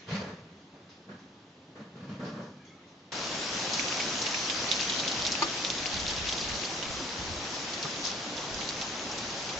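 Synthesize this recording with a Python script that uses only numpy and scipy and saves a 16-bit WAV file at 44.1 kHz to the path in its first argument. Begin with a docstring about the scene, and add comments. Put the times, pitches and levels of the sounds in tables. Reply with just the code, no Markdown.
"""Wind puffs across the microphone in quiet air, with faint rustles and squeaks; then, abruptly, hail pours.
A winter squall over a village garden, heard from a wooden balcony. Each gust booms low and hisses over an
edge. Fine hail on far roofs and trees merges to a roar under a grainy hiss, and wind rumbles on the
microphone. Near pellets snap on the boards and echo off the walls; the railing rings to a hard knock and
later to a soft one."""
import sys
import numpy as np
from scipy import signal
from scipy.fft import rfft, irfft, next_fast_len
from scipy.io import wavfile
from scipy.ndimage import uniform_filter1d, map_coordinates

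SR = 44100
rng = np.random.default_rng(int(sys.argv[2]) if len(sys.argv) > 2 else 0)


def materialize(psi):
    """Save the field psi as 16-bit PCM at rate SR to the path in sys.argv[1].

    A 1-D psi becomes a single channel; in a 2-D psi each row is a channel.
    """
    bounded = np.clip(np.atleast_2d(psi).T, -1, 1)
    quanta = np.round(bounded * 32767).astype(np.int16)
    wavfile.write(sys.argv[1], SR, quanta)


N = 422919
HAIL_START_S = 3.1195

# the squall builds, peaks and eases: t/s, far roar/dB, pellet hiss/dB, spray on the balcony/dB
SQUALL_LEVELS = [(3.12, -39.5, -35, -74), (3.8, -38, -31.5, -53), (4.45, -39, -32, -44.5),
                 (4.8, -39, -32, -37), (5.25, -39, -33.5, -42.5), (5.65, -39.5, -33.5, -46.5),
                 (6.1, -40.5, -35, -41.5), (6.4, -39, -34.5, -42), (6.8, -40.5, -36, -47.5),
                 (7.35, -40.5, -37, -51.5), (7.85, -40.5, -36, -51), (8.35, -40, -39, -58),
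                 (8.65, -41, -36.5, -48), (9.0, -39.5, -38, -59), (9.59, -40.5, -36, -59)]
# stereo image of the air and gusts: f/Hz, left-right coherence (1 is mono)
AIR_COHERENCE = [(100, 1), (310, 1), (700, 0.85), (1400, 0.42), (2400, 0.11), (4000, 0.17), (8000, 0.52)]
# stereo image of the hail: f/Hz, left-right coherence
HAIL_COHERENCE = [(50, .35), (110, 1), (180, 1), (380, 0.99), (700, 0.95), (1300, 0.7), (2400, 0.17),
                  (4400, 0.29), (8000, 0.62)]


def amp(db):
    """Decibels to gain."""
    return 10 ** (np.asarray(db) / 20)


def unit(x):
    """Scale to rms 1."""
    return x / np.sqrt(np.mean(x ** 2) + 1e-20)


def along(points, hz):
    """Read a curve of (f/Hz, value) points on a log frequency axis."""
    f, v = np.transpose(points)
    return np.interp(np.log(hz + 1), np.log(f + 1), v)


def curves(rows):
    """One value per sample for each column after the time."""
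    times, *columns = np.transpose(rows)
    return [np.interp(np.arange(N) / SR, times, column) for column in columns]


def wobble(rate, count=N):
    """A smooth random curve, rate knots a second."""
    knots = rng.standard_normal(int(count * rate / SR) + 4)
    return map_coordinates(knots, [np.arange(count) * rate / SR])


def swell(start, rise, hold, fall_db_per_s):
    """An envelope with a smooth rise, a hold and up to a second of steady fall."""
    age = np.arange(N) / SR - start
    attack = np.sin(np.pi / 2 * np.clip(age / rise, 0, 1)) ** 2
    return attack * amp(-fall_db_per_s * np.clip(age - rise - hold, 0, 1))


def power_sum(levels):
    """Unrelated sounds add in power."""
    return np.sqrt(sum(level ** 2 for level in levels))


def filtered(x, response):
    """Equalise x with a gain given as a function of frequency."""
    n = x.shape[-1]
    padded = next_fast_len(n + 4096)
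    return irfft(rfft(x, padded) * response(np.fft.rfftfreq(padded, 1 / SR)), padded)[..., :n]


def resonances(hz, peaks):
    """Gain of peaks (f/Hz, width/Hz, level/dB) over a flat response."""
    return amp(sum(db / (1 + (2 * (hz - centre) / width) ** 2) for centre, width, db in peaks))


def spread(pair, spectrum, coherence):
    """Colour two unrelated signals with a spectrum (f/Hz, level/dB) and blend them to stereo of rms 1."""
    def mid_side_gains(hz):
        angle = np.arccos(np.clip(along(coherence, hz), -1, 1)) / 2
        return amp(along(spectrum, hz)) * [np.cos(angle), np.sin(angle)]
    mid, side = filtered(pair, mid_side_gains)
    return unit(np.array([mid + side, mid - side]))


def add(track, start, sound):
    """Mix a sound into a track from start seconds on."""
    part = track[..., max(round(start * SR), 0):][..., :sound.shape[-1]]
    part += sound[..., :part.shape[-1]]


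def eddies(patchy_db):
    """Two noises whose gain drifts in random patches of time and frequency."""
    bins = signal.stft(rng.standard_normal((2, N)), nperseg=512)[2]
    patches = uniform_filter1d(rng.standard_normal(bins.shape[1:]), size=5, axis=0)
    patches = unit(uniform_filter1d(patches, size=12, axis=1))
    return unit(signal.istft(bins * amp(patchy_db * patches), nperseg=512)[1][:, :N])


def grains(rate, size_db, pitch_hz, cycles, count=30000):
    """Tiny impacts, rate a second, each a damped ring of its own size, pitch and direction."""
    when, where = rng.random((2, count))
    size, pitch = rng.standard_normal((2, count))
    samples = np.arange(64)
    turns = (pitch_hz * np.exp(.35 * pitch))[:, None] * samples / SR
    lands = np.arange(count) < rate * N / SR
    strength = lands * amp(size_db * np.clip(size, -3, 2.6))
    rings = strength[:, None] * np.sin(2 * np.pi * turns) * np.exp(-turns / cycles)
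    slots = ((when * N).astype(int)[:, None] + samples).ravel()
    pans = np.cos(2 * np.pi * where), np.sin(2 * np.pi * where)
    return unit(np.array([np.bincount(slots, (rings * pan[:, None]).ravel(), N)[:N] for pan in pans]))


def ping(t, hz, length, phase):
    """A few cycles that swell and die around t = 0."""
    return np.exp(-(t / length) ** 2) * np.sin(2 * np.pi * (hz * t + phase))


def calm():
    """A bed of quiet outdoor air, a faint hiss dying away and brief rustles, each at its own pitch."""
    # tone of the still air and of the rustling: f/Hz, level/dB
    air_spectrum = [(25, -27), (60, -26), (95, -4.5), (120, -8), (155, -3), (183, 0), (212, -5.5),
                    (250, -3.5), (277, 1.5), (305, -5.5), (400, -6), (520, -9.5), (900, -13), (1310, -15),
                    (1360, -19), (1420, -16.5), (2400, -20), (3400, -18), (5000, -23.5), (7700, -30)]
    rustle_spectrum = [(500, -18), (1700, 2), (3500, -1), (5200, -7), (6500, -6.5), (7700, -25)]
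    # rustle cues: t/s, level/dB, f/Hz
    rustles = [(0.885, -57.5, 5000), (1.18, -64, 5500), (2.24, -51.5, 4830), (2.41, -59.5, 5400),
               (2.64, -61, 6400), (2.785, -65, 2500), (2.865, -63.5, 5850), (2.98, -66, 5000)]
    out = amp(-55) * spread(eddies(patchy_db=0.9), air_spectrum, AIR_COHERENCE)
    fade = amp(-54.5 - 23 * np.arange(N) / SR)
    out += fade * spread(eddies(patchy_db=3.7), rustle_spectrum, AIR_COHERENCE)
    n, width_hz, peak_db = SR // 2, 2000, 11.5
    for start, db, hz in rustles:
        scuff = filtered(rng.standard_normal((2, n)), lambda f: resonances(f, [(hz, width_hz, peak_db)]))
        level = amp(db) * swell(0, rise=0.015, hold=0.013, fall_db_per_s=107)[:n]
        add(out, start, level * spread(scuff, rustle_spectrum, AIR_COHERENCE))
    return out


def squeaks():
    """A few thin, rough, wavering tones, faint and far off."""
    # squeak cues: t/s, f/Hz, level/dB, hold/s
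    cues = [(2.589, 1680, -62.5, .028), (2.583, 2370, -66, .055), (2.65, 3330, -64, .04),
            (2.655, 4400, -68, .015), (2.698, 2150, -63, .03), (2.702, 1310, -62, .025),
            (2.76, 1294, -61.5, .025), (2.803, 2070, -70, 0.054)]
    waver, rough_db = .027, 3.5
    out, n = np.zeros(N), SR // 3
    for start, hz, db, hold in cues:
        phase = 2 * np.pi * np.cumsum(hz * (1 + waver * wobble(195, n))) / SR
        envelope = swell(0, rise=0.013, hold=hold, fall_db_per_s=380)[:n]
        add(out, start, amp(db + rough_db * wobble(123, n)) * envelope * np.sin(phase))
    return out


def gusts():
    """Each puff booms, rushes and hisses over an edge, higher as it gathers speed; the boom lasts longest."""
    # puffs of wind: t/s, rise/s, hold/s, boom/dB, rush/dB, hiss/dB, boom pitch/Hz,
    # edge tone at the start/Hz, edge tone at full strength/Hz, edge tone against the hiss/dB
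    puffs = [(0.045, 0.089, 0.025, -42.5, -39.5, -37, 153, 2590, 4650, -8.5),
             (0.17, 0.0303, 0.083, -45, -42, -55, 153, 1500, 2000, 3),
             (0.726, 0.017, .02, -61, -57, -78, 130, 4200, 4200, -8),
             (1.071, 0.02, 0.021, -50, -51.5, -53, 190, 1440, 1597, 5),
             (1.742, 0.024, 0.04, -52, -50, -57, 200, 1530, 1820, -2),
             (1.937, 0.022, 0.15, -47, -53.5, -58.5, 191, 4000, 5020, -11),
             (2.069, 0.034, 0.043, -46, -50, -54, 181, 2410, 3160, -12),
             (2.187, 0.018, 0.089, -40.5, -43, -54.5, 190, 3490, 5340, -9),
             (2.313, 0.046, 0.059, -44, -44.5, -59, 204, 4500, 5450, -11)]
    # tone of the hollow boom, the midrange rush and the airy hiss: f/Hz, level/dB
    boom_spectrum = [(30, -46), (55, -38), (85, -13), (130, -1), (190, -2.5), (250, -2.5), (330, -10),
                     (500, -29), (1000, -68)]
    rush_spectrum = [(200, -26), (360, -5), (450, 2), (620, -3.5), (770, -8), (1000, -8), (1250, -7.5),
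                     (1500, -11.5), (1750, -8), (2050, -20), (3300, -25), (7000, -29.5)]
    hiss_spectrum = [(1000, -8), (1750, 1.5), (2500, 4), (3500, -3), (4400, -1), (5400, -6), (6400, -8),
                     (7700, -18)]
    # narrow resonances that colour every gust: f/Hz, width/Hz, level/dB
    cavities = [(190, 34, 6.5), (273, 30, 1.5), (385, 30, -1), (474, 30, 1), (488, 25, 0), (585, 46, 6),
                (954, 35, 5.5), (1160, 75, 5), (1390, 33, 8.5), (1675, 44, 5), (3150, 59, 5)]
    boom_root_hz, edge_width_hz, hiss_lag_s, flutter_db = 190, 780, 0.0059, 0.9
    out, t = np.zeros((2, N)), np.arange(SR) / SR
    rush_levels = []
    for start, rise, hold, boom_db, rush_db, hiss_db, boom_hz, first_hz, full_hz, edge_db in puffs:
        transposed = [(f * boom_hz / boom_root_hz, db) for f, db in boom_spectrum]
        boom = spread(rng.standard_normal((2, SR)), transposed, AIR_COHERENCE)
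        glide_hz = np.interp(t, [0, rise + hold], [first_hz, full_hz])
        band = filtered(rng.standard_normal((2, SR)), lambda f: 1 / (1 + (2 * f / edge_width_hz) ** 2))
        edge = unit(band * np.sin(2 * np.pi * np.cumsum(glide_hz) / SR))
        air = spread(rng.standard_normal((2, SR)), hiss_spectrum, AIR_COHERENCE)
        hiss = unit(air + amp(edge_db) * edge)
        boom_level = amp(boom_db) * swell(0, rise, hold, fall_db_per_s=69)[:SR]
        hiss_level = amp(hiss_db) * swell(hiss_lag_s, rise, hold, fall_db_per_s=121)[:SR]
        add(out, start, boom_level * boom + hiss_level * hiss)
        rush_levels.append(amp(rush_db) * swell(start, rise, hold, fall_db_per_s=112))
    out += power_sum(rush_levels) * spread(eddies(patchy_db=0.58), rush_spectrum, AIR_COHERENCE)
    return amp(flutter_db * wobble(90) - 2.5) * filtered(out, lambda hz: resonances(hz, cavities))


def thumps():
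    """A lump of air hits the microphone housing, which answers with a few low cycles."""
    # soft wind thumps: t/s, level/dB, f/Hz, rise/s
    cues = [(0.117, -26.5, 154, 0.011), (0.142, -29.5, 199, 0.008), (0.159, -34, 195, 0.022),
            (1.094, -48.5, 370, 0.016), (1.1, -44.5, 192, 0.025), (1.8, -44, 220, 0.014),
            (2.098, -35.5, 197, 0.016), (5.944, -38, 197, .012), (6.128, -40, 61.5, 0.019),
            (6.998, -38.5, 353, 0.013), (7.01, -37.5, 264, 0.019), (7.295, -39, 86, 0.021),
            (7.842, -37, 147, 0.012)]
    out, t = np.zeros(N), np.arange(SR // 4) / SR
    for start, db, hz, rise in cues:
        envelope = (t / rise * np.exp(1 - t / rise)) ** 2
        add(out, start, amp(db) * envelope * np.sin(2 * np.pi * (hz * t + rng.random())))
    return out


def buffet():
    """A restless breeze rumbles on the microphone ports, with harder pushes now and then."""
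    # pushes of wind: t/s, hold/s, level/dB
    cues = [(4.888, 0.028, -56), (5.167, 0.095, -52), (5.394, 0.04, -54), (5.66, 0.2, -56),
            (5.9, 0.36, -45.5), (6.392, 0.14, -46.5), (6.837, 0.15, -48.5), (7.172, 0.018, -42),
            (7.272, 0.084, -47), (8.497, 0.033, -48), (9.23, .02, -52), (9.544, .04, -48)]
    # tone of the rumble: f/Hz, level/dB
    spectrum = [(15, -10), (35, -5.5), (70, 1), (105, -6), (160, -13.5), (400, -39.5), (1000, -82)]
    # likeness of the two ports: f/Hz, coherence
    coherence = [(40, .2), (100, 0.91), (200, .7)]
    pushes = [amp(db) * swell(start, rise=0.031, hold=hold, fall_db_per_s=158.5)
              for start, hold, db in cues]
    breeze = amp(-59.5 + 1.4 * wobble(3.0))
    return power_sum(pushes + [breeze]) * spread(eddies(patchy_db=0.63), spectrum, coherence)


def hail():
    """Hail on far roofs and trees merges to a roar; nearer pellets make a grainy hiss in waves."""
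    # tone of the far roar and of the nearer patter: f/Hz, level/dB
    roar_spectrum = [(40, -31), (110, -6), (160, -2), (280, -1), (350, -1.5), (410, -4.5), (520, -3),
                     (750, -3.5), (1150, -6.5), (2000, -12.5), (4000, -12), (7700, -31)]
    patter_spectrum = [(200, -19.5), (700, -7), (1300, -2), (2200, -1.5), (3500, -1), (5500, 4), (6600, 2),
                       (7700, -1.5)]
    roar_db, hiss_db, _ = curves(SQUALL_LEVELS)
    roar_level = amp(roar_db + 0.22 * wobble(9.2))
    roar = spread(eddies(patchy_db=0.77), roar_spectrum, HAIL_COHERENCE)
    fine = eddies(patchy_db=2.2) + 0.43 * grains(rate=2400, size_db=0.0, pitch_hz=3200, cycles=0.63)
    coarse = grains(rate=260, size_db=3.5, pitch_hz=3980, cycles=2.7)
    hiss = spread(unit(fine) + 0.23 * coarse, patter_spectrum, HAIL_COHERENCE)
    return roar_level * roar + amp(hiss_db + 0.25 * wobble(16)) * hiss


def spray():
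    """Small pellets, and a few bigger ones, tick on the boards in wind-blown waves."""
    small = grains(rate=350, size_db=2.5, pitch_hz=3570, cycles=5.1)
    big = grains(rate=41, size_db=1.0, pitch_hz=3600, cycles=2.2)
    spectrum = [(1500, -14.5), (3000, -3.0), (5000, -1.5), (7500, -7.0)]
    _, _, spray_db = curves(SQUALL_LEVELS)
    return amp(spray_db) * spread(small + 0.49 * big, spectrum, HAIL_COHERENCE)


def flurries():
    """A gust throws a handful of pellets at the wall: a quick swell of hiss."""
    # handfuls: t/s, level/dB, rise/s
    cues = [(4.963, -40, 0.012), (6.264, -48, 0.097), (8.031, -34, 0.031), (8.576, -41.5, 0.024)]
    level, t = np.zeros(N), np.arange(SR // 2) / SR
    for start, db, rise in cues:
        add(level, start, amp(db) * t / rise * np.exp(1 - t / rise))
    ticks = grains(rate=4100, size_db=3.5, pitch_hz=5170, cycles=2.5)
    spectrum = [(1500, -17), (3500, -7), (5200, -1.5), (6500, -2.5), (7500, -16)]
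    return level * spread(ticks, spectrum, HAIL_COHERENCE)


def knocks():
    """A blow rings the railing, which lifts and lands again; a soft blow barely stirs the high modes."""
    # blows: t/s, level/dB, hardness as low-pass cutoff/Hz
    blows = [(5.4211, -27, 7040), (7.85, -38, 1500)]
    # railing modes: f/Hz, level/dB, t60/s
    modes = [(175, -23, .1), (335, -7.5, 0.15), (381, -8.5, .1), (800, -1, 0.031), (907, 4.5, 0.035),
             (1040, -7, 0.023), (1213, 4, 0.079), (1400, -5, 0.028), (1710, -15, 0.027), (2080, -3, 0.04),
             (2430, -3, .05), (2830, -7, .04), (4250, -1, .04), (4540, 4, 0.045), (4730, 1, .035)]
    rebound_s, rebound_db, attack_s, crack_t60_s = .0045, 0.5, 0.00077, 0.11
    out, t = np.zeros((2, N)), np.arange(SR // 4) / SR
    for start, db, cutoff_hz in blows:
        for delay, extra_db in [(0, 0), (rebound_s, rebound_db)]:
            ring = np.zeros((2, len(t)))
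            for hz, mode_db, t60 in modes:
                phase = rng.random() + 0.42 * rng.random((2, 1))  # a little apart in left and right
                ring += amp(mode_db - 60 * t / t60) * np.sin(2 * np.pi * (hz * t + phase))
            crack = 1.2 * amp(-60 * t / crack_t60_s) * rng.standard_normal((2, len(t)))
            blow = amp(db + extra_db) * (1 - np.exp(-t / attack_s)) * (ring + crack)
            add(out, start + delay, filtered(blow, lambda f: 1 / np.sqrt(1 + (f / cutoff_hz) ** 4)))
    return out


def snap(t, snap_hz, ring_hz, decay_s):
    """A pellet cracks on contact at t = 0 and rings its spot at two pitches for a few cycles."""
    rise_s = .00022
    age = np.maximum(t, 0)
    attack = 1 - np.exp(-(age / rise_s) ** 2)
    body = np.exp(-age / (.75 * decay_s)) * np.sin(2 * np.pi * snap_hz * age)
    ring = amp(-15.5) * np.exp(-age / decay_s) * np.sin(2 * np.pi * ring_hz * age)
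    crack = amp(-8) * ping(t - rise_s, hz=5200, length=.00022, phase=0)
    return attack * (body + ring) + crack


def balcony_echo(t, wall_s, snap_hz, ring_hz):
    """The wall throws back a blurred ping; a faint ring and scattered sound build up and die away."""
    build_s, ring_t60_s, scatter_t60_s = 0.0019, 0.084, 0.086
    age = np.maximum(t, 0)
    wall = np.array([ping(t - wall_s, ring_hz, length=0.0011, phase=rng.random()) for _ in range(2)])
    phase = 0.51 * rng.random((2, 1))
    ring = amp(-1.5 - 60 * age / ring_t60_s) * np.sin(2 * np.pi * (ring_hz * t + phase))
    centre = np.sqrt(snap_hz * ring_hz)
    spectrum = [(centre / 3, -32), (centre / 2, -10), (centre, 0), (centre * 1.9, -6), (centre * 4.1, -16)]
    noise = rng.standard_normal(len(t)) + 0.68 * rng.standard_normal((2, len(t)))
    scatter = amp(4 - 60 * age / scatter_t60_s) * unit(filtered(noise, lambda f: amp(along(spectrum, f))))
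    return amp(1) * wall + (1 - np.exp(-age / build_s)) * (ring + scatter)


def pellets():
    """Each near pellet snaps on the balcony; the floor repeats it at once, the wall a moment later."""
    # close hits: t/s, level/dB, snap pitch/Hz, decay/s, left over right/dB, echo/dB, struck spot's ring/Hz
    hits = [(3.735, -18, 5300, 0.0011, 14, -29, 4330), (3.795, -16.5, 2270, 0.0019, -13.0, -33.5, 3600),
            (3.8835, -15, 3040.0, 0.00065, -14, -36, 4600), (3.925, -17.5, 2780, 0.001, 17.0, -48, 5230.0),
            (3.999, -24.5, 2460, 0.0014, -5, -31.5, 2270), (4.218, -21, 5460, 0.00094, 7, -29.5, 5860),
            (4.26, -26, 3080.0, 0.00062, -2, -30, 2240), (4.3444, -22, 2330.0, 0.0017, -9, -34, 2380),
            (4.499, -14, 3400, 0.00077, -16.0, -30, 3040), (4.694, -25, 4500, 0.0012, -2, -40, 4500),
            (4.7152, -9, 3730.0, 0.0011, -7, -26, 3770), (4.751, -21, 5340.0, 0.0007, -7.0, -41, 4740.0),
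            (4.8034, -16, 2580.0, 0.00083, 6, -35, 4730), (4.811, -20, 4650, 0.0014, 2, -36, 4600),
            (4.822, -23, 3720, 0.0006, -3.0, -35, 5490.0), (4.898, -15, 3770, 0.001, -11, -32.5, 3370),
            (4.935, -18, 3210.0, 0.0006, -6, -36, 3640.0), (4.998, -17, 3800, 0.0008, -7.0, -31, 3870),
            (5.05, -22, 2650, 0.001, 3.0, -41, 2510), (5.0788, -15.5, 3600, 0.0012, 13, -29, 5000),
            (5.115, -22, 4350.0, 0.00097, -3, -36, 3810.0), (5.199, -24, 3100, 0.0012, -5, -41, 3200),
            (5.222, -19, 4240.0, 0.0006, -4, -38, 5400), (5.251, -16, 4240.0, 0.0007, -4, -33, 3850.0),
            (5.266, -11.5, 3800, 0.0007, -3.0, -29, 5560.0), (5.32, -14.5, 4970, 0.0006, 4, -29, 5400),
            (5.353, -15.5, 2650.0, 0.00084, 24, -37, 2500.0), (5.6488, -11.5, 3770, 0.00088, -1, -35, 2980),
            (5.66, -21, 3900, 0.0007, 8, -36, 4800), (5.7023, -10, 3720, 0.0006, -5.0, -34, 5500),
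            (5.782, -21, 3900, 0.0006, 0, -38, 3500), (5.8585, -17.5, 2700, 0.0013, 12, -37, 4840.0),
            (5.8642, -21.5, 4900, .0009, 7, -38, 4840), (5.931, -26, 4370.0, 0.001, -2.0, -41, 4200),
            (5.943, -17, 4040, 0.00062, -5.0, -43, 4870.0),
            (5.966, -24.0, 4440.0, 0.0009, 1.0, -37, 3550.0), (6, -18, 4520.0, 0.00036, -1, -36, 5500),
            (6.0659, -16, 3760, 0.00085, 3, -41, 2970), (6.08, -19.0, 4720.0, 0.0007, -1.0, -32.5, 4200),
            (6.093, -26, 4130.0, 0.0011, -7, -44, 3100), (6.096, -27, 3150, 0.0011, 0, -41, 5000),
            (6.104, -20, 6250, 0.00047, -4.0, -34, 4800), (6.165, -19, 3490.0, 0.00055, -3, -39, 4780.0),
            (6.184, -22, 3900, 0.001, 0, -39, 3300), (6.27, -22, 2700, 0.0011, 13.0, -38, 4570.0),
            (6.289, -17, 3800, 0.00083, 0, -36, 5400), (6.2923, -19, 3300, 0.0018, -2.0, -35, 3640),
            (6.326, -19, 3320, 0.001, -1.0, -33, 5900), (6.378, -26, 3550.0, 0.0012, -4.0, -33.5, 3600),
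            (6.413, -23, 4630.0, 0.0007, 1.0, -43, 4900), (6.428, -27, 3400, 0.0012, -2, -41, 3400),
            (6.4885, -27, 5880.0, 0.00075, 3, -39, 6140.0), (6.542, -25, 4480.0, 0.0006, -4, -40, 4530),
            (6.637, -19.5, 2800, 0.0009, 3.0, -40, 3260), (6.652, -25, 4370.0, 0.0006, -5.0, -39, 4630.0),
            (6.827, -22, 3020, 0.0011, -15.0, -36.5, 2860), (7.7355, -27, 4410.0, 0.0007, -9.0, -35, 4380),
            (7.8287, -16, 4500, 0.00034, -5, -34.5, 2730), (8.052, -18, 5200, 0.00059, 21, -38, 4240.0),
            (8.368, -24, 5210.0, 0.0007, -14, -42, 3460), (8.38, -23, 3510.0, 0.001, -9.0, -45, 2580.0),
            (8.5444, -21.5, 5230, 0.00062, -17.0, -39, 4910.0),
            (8.611, -19, 3080.0, 0.0005, -5.0, -38, 2260), (8.6904, -18, 4330, 0.00053, -12, -36, 4570),
            (8.814, -16, 3800, 0.0005, -8, -35, 2670.0), (8.822, -25, 5500, .0008, 7, -41, 5600),
            (9.114, -29, 5500, 0.0015, 0, -41, 5560), (9.18, -32, 5040.0, 0.0009, -3.0, -35.5, 5620),
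            (9.305, -25, 3700, 0.0005, 0, -44, 5000), (9.491, -25, 4030.0, 0.0005, -10, -37, 2360)]
    floor_delay_s, floor_db, wall_delay_s, path_scatter = 0.00116, -14.5, 0.0062, .08
    lead_s = .003  # room for the swell ahead of the crack
    out, t = np.zeros((2, N)), np.arange(SR // 8) / SR - lead_s
    for start, db, snap_hz, decay_s, pan_db, echo_db, ring_hz in hits:
        path_stretch = 1 + path_scatter * rng.standard_normal(2)
        floor_s, wall_s = path_stretch * [floor_delay_s, wall_delay_s]
        pan = unit(amp(np.array([[pan_db], [-pan_db]]) / 2))
        direct = snap(t, snap_hz, ring_hz, decay_s)
        floor = amp(floor_db) * snap(t - floor_s, snap_hz, ring_hz, decay_s)
        echo = amp(echo_db) * balcony_echo(t, wall_s, snap_hz, ring_hz)
        add(out, start - lead_s, amp(db + 2.5) * pan * (direct + floor) + echo)
    return out


def scene():
    """The quiet spell gives way to the hail in an instant; wind thumps run through both."""
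    # the squall's treble leans to the left: f/Hz, left over right/dB
    lean = [(60, -1), (350, -0.5), (2500, 1.8)]
    weather = hail() + spray() + buffet() + flurries()
    weather = filtered(weather, lambda hz: amp(np.outer([1, -1], along(lean, hz)) / 2))
    hailing = np.arange(N) / SR >= HAIL_START_S
    return thumps() + np.where(hailing, weather + pellets() + knocks(), calm() + gusts() + squeaks())


def record(dry):
    """The treble rolls off to a very faint top hiss, then cuts off steeply."""
    # f/Hz, level/dB
    rolloff = [(6500, 1), (7150, -1.5), (7550, -5), (7750, -11), (7950, -21), (8700, -24)]
    top_hz = 8800
    return filtered(dry, lambda hz: amp(along(rolloff, hz)) / np.sqrt(1 + (hz / top_hz) ** 160))


dry = scene()
out = record(dry)
materialize(out)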